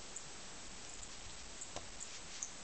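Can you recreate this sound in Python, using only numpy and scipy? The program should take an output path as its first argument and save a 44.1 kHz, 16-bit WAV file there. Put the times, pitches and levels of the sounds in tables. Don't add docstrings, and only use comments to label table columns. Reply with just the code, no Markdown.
import sys
import numpy as np
from scipy import signal
from scipy.fft import rfft, irfft, next_fast_len
from scipy.io import wavfile
from scipy.ndimage import map_coordinates

SR = 44100
rng = np.random.default_rng(int(sys.argv[2]) if len(sys.argv) > 2 else 0)


def wrap_up_sound(samples):
    columns = np.atleast_2d(samples).T
    tamed = np.clip(columns, -1, 1)
    steps = np.round(tamed * 32767).astype(np.int16)
    wavfile.write(sys.argv[1], SR, steps)


N = 115983
T = np.arange(N) / SR

# frequency_hz, level_db
SWISH_COLOUR = [(300, -15), (1300, -7), (2200, -2), (4000, -2), (5900, 0), (7400, -2), (8200, -8.5),
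                (9500, -37.5)]
TICK_LEAD_S = .00065


def from_db(db):
    return 10 ** (np.asarray(db) / 20)


def noise(colour):
    hz, db = np.transpose(colour)
    size = next_fast_len(N)
    bins_hz = np.maximum(np.fft.rfftfreq(size, 1 / SR), 1)
    gain = from_db(np.interp(np.log(bins_hz), np.log(hz), db))
    x = irfft(rfft(rng.standard_normal(size)) * gain, size)[:N]
    return x / x.std()


def add(out, start_s, sound):
    i = int(start_s * SR)
    out[i:i + len(sound)] += sound[:N - i]


def decay(t, t60_s):
    return np.exp(-np.log(1000) * t / t60_s)


def ring(hz, t60_s, rise_s=1e-6):
    t = T[:int(t60_s * SR) + 2]
    return np.sin(2 * np.pi * hz * t) * decay(t, t60_s) * (1 - np.exp(-t / rise_s))


def tick(hz, width_hz):
    edges_hz = np.clip([hz - width_hz / 2, hz + width_hz / 2], 100, SR / 2 - 100)
    resonance = signal.butter(4, edges_hz, "band", fs=SR, output="sos")
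    click = signal.sosfilt(resonance, signal.unit_impulse(SR // 100))
    return click / abs(click).max()


def struck_metal(hits, modes, width_hz):
    out = np.zeros(N)
    for time_s, db, hz in hits:
        add(out, time_s - TICK_LEAD_S, from_db(db) * tick(hz, width_hz))
        for mode_hz, mode_db, t60_s in modes:
            add(out, time_s, from_db(db + mode_db) * ring(mode_hz, t60_s))
    return out


def room(x, t60_s=.32, delay_s=.0015):
    t = T[:SR // 2]
    tail = rng.standard_normal(len(t)) * decay(t, t60_s) * (t > delay_s)
    return signal.fftconvolve(x, tail / np.linalg.norm(tail))[:N]


def background(hum_hz=200.2, whine_hz=7693.5, pictures_per_s=29.8, slip_turns=.47):
    # frequency_hz, level_db
    floor_colour = [(20, 2), (100, 3), (220, 6), (450, 4.5), (800, 3.5), (1400, -1), (3000, -3),
                    (5000, -2.5), (7500, 1), (8000, 1), (8800, -38.5)]
    whine = np.sin(2 * np.pi * (whine_hz * T + slip_turns * np.floor(T * pictures_per_s)))
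    hum = np.sin(2 * np.pi * hum_hz * T)
    tones = np.sqrt(2) * (from_db(-63.3) * whine + from_db(-77.5) * hum)
    return from_db(-58.5) * noise(floor_colour) + tones


def basket():
    # time_s, level_db
    rumble_levels = [(0, -69), (.6, -69), (.75, -64), (.9, -67), (1.05, -64), (1.48, -60.5), (1.58, -68.5),
                     (1.74, -69), (1.82, -62), (2.02, -69), (2.63, -69.5)]
    # frequency_hz, level_db
    rumble_colour = [(10, -8.5), (25, 1.5), (45, 0), (65, -5.5), (95, -6), (150, -18.5), (400, -44.5)]
    # start_s, level_db, pitch_hz
    thuds = [(.258, -54, 144.5), (0.509, -56, 184), (.682, -46, 33.6), (.72, -55, 170.5),
             (.745, -53.5, 57.8), (.993, -44.5, 33.6), (1.015, -51.5, 87.8), (1.182, -52, 28.9),
             (1.256, -46, 88.5), (1.265, -49.5, 32.6), (1.89, -46, 31.7), (1.957, -48.5, 32.3),
             (2.24, -54, 156), (2.246, -53, 62.5)]
    out = noise(rumble_colour) * from_db(np.interp(T, *np.transpose(rumble_levels)))
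    for start_s, db, hz in thuds:
        add(out, start_s, -from_db(db) * ring(hz, t60_s=.13, rise_s=.003))
    return out


def feathers(grain_s=.0012, grain_db=2.5):
    # middle_s, half_length_s, level_db
    swishes = [(0.994, 0.0053, -49), (1.135, 0.022, -54.5), (1.255, 0.0063, -52.5), (1.402, 0.019, -55),
               (2.112, 0.043, -54), (2.162, 0.013, -51), (2.36, 0.041, -50)]
    swish = noise(SWISH_COLOUR)
    catches_s = np.arange(0, N / SR + .1, grain_s)
    catch_db = grain_db * rng.standard_normal(N)[:len(catches_s)]
    grain = from_db(np.interp(T, catches_s, catch_db))
    swell = sum(from_db(db) * np.exp(-.5 * ((T - middle_s) / half_s) ** 2)
                for middle_s, half_s, db in swishes)
    return swish * swell * grain / np.sqrt(np.mean(grain ** 2))


def wand(scuff_s=1.764):
    # time_s, peak_db, centre_hz
    wicker_ticks = [(.8497, -39.5, 5810), (.8503, -45, 3020), (1.031, -47, 3450), (1.2103, -41, 2870),
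                    (1.2977, -41, 3500), (1.306, -43.5, 4140)]
    # start_s, level_db, pitch_hz
    knocks = [(1.7635, -30.5, 567), (1.7741, -29.5, 688)]
    # pitch_ratio, relative_db, t60_s
    knock_modes = [(0.156, -20.5, .08), (0.269, -18, 0.059), (.5, -13.5, .035), (1.0, 1.5, 0.013),
                   (1.4, -9, .014)]
    scuff_envelope = (T > scuff_s) * decay(abs(T - scuff_s), t60_s=.036)
    out = from_db(-38.5) * noise(SWISH_COLOUR) * scuff_envelope
    for time_s, db, hz in wicker_ticks:
        add(out, time_s - TICK_LEAD_S, from_db(db) * tick(hz, width_hz=1400))
    for start_s, db, hz in knocks:
        for ratio, mode_db, t60_s in knock_modes:
            add(out, start_s, -from_db(db + mode_db) * ring(hz * ratio, t60_s, rise_s=.00044))
    return out


def clink():
    # time_s, peak_db, centre_hz
    hits = [(2.4213, -38.5, 6350), (2.4237, -37, 6440), (2.4283, -21.5, 6590), (2.4316, -32, 6430),
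            (2.4415, -38, 6400), (2.448, -32, 6460), (2.461, -43.5, 6430)]
    # pitch_hz, relative_db, t60_s
    modes = [(6032, -26, .07), (6195, -25.5, .3), (6317, -25, .16), (6832, -26, .05)]
    return struck_metal(hits, modes, width_hz=1200)


def bell():
    # time_s, peak_db, centre_hz
    pellet_hits = [(.0996, -46, 7650), (.1635, -33.5, 7420), (.1672, -28.5, 7620), (.1732, -31, 7320),
                   (.1891, -42, 7620), (.1986, -42, 7620), (.6701, -46, 7250), (.7166, -43, 7720),
                   (.8929, -37.5, 7680), (.8968, -35.5, 7680), (.9386, -34, 7520), (.9531, -41, 7620),
                   (.9941, -43, 7720), (1.0246, -39.5, 7620), (1.0304, -36.5, 7520), (1.0341, -33.5, 7520),
                   (1.0392, -38.5, 7480), (1.3211, -44, 7520), (1.3336, -43, 7520), (1.5796, -43.5, 7720),
                   (1.5821, -44, 7720), (1.6138, -34.5, 7480), (1.6175, -35.5, 7680), (1.6212, -30.5, 7480),
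                   (1.6231, -38.5, 7620), (1.6249, -32.5, 7620), (1.631, -37.5, 7480),
                   (1.6331, -33.5, 7580), (2.0066, -36, 7420), (2.012, -33, 7480), (2.0157, -39.5, 7420),
                   (2.0266, -27.5, 7520), (2.0302, -32.5, 7480)]
    # pitch_hz, relative_db, t60_s
    modes = [(7330, -28, .05), (7476, -26.5, .07), (7835, -29, .05)]
    return struck_metal(pellet_hits, modes, width_hz=1400)


def scene():
    jingle, clinks, knocks = bell(), clink(), wand()
    reflections = room(from_db(-6.5) * jingle + from_db(-12) * clinks + from_db(-10) * knocks)
    microphone = jingle + clinks + knocks + reflections + feathers() + basket() + background()
    return np.tile(microphone, (2, 1))


def record(dry, converter_hz=16000, step_db=-45.5, cutoff_hz=7970):
    step = from_db(step_db)
    bias_steps = .045
    sampled = map_coordinates(dry[0], [np.arange(0, N, SR / converter_hz)], order=3, mode="nearest")
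    stepped = step * np.floor(sampled / step + bias_steps)
    up, down = SR // 100, converter_hz // 100
    low_pass = signal.firwin(32 * up + 1, cutoff_hz, window=("kaiser", 9), fs=converter_hz * up)
    smoothed = signal.resample_poly(stepped, up, down, window=low_pass)[:N]
    return np.tile(smoothed, (2, 1))


dry = scene()
out = record(dry)
wrap_up_sound(out)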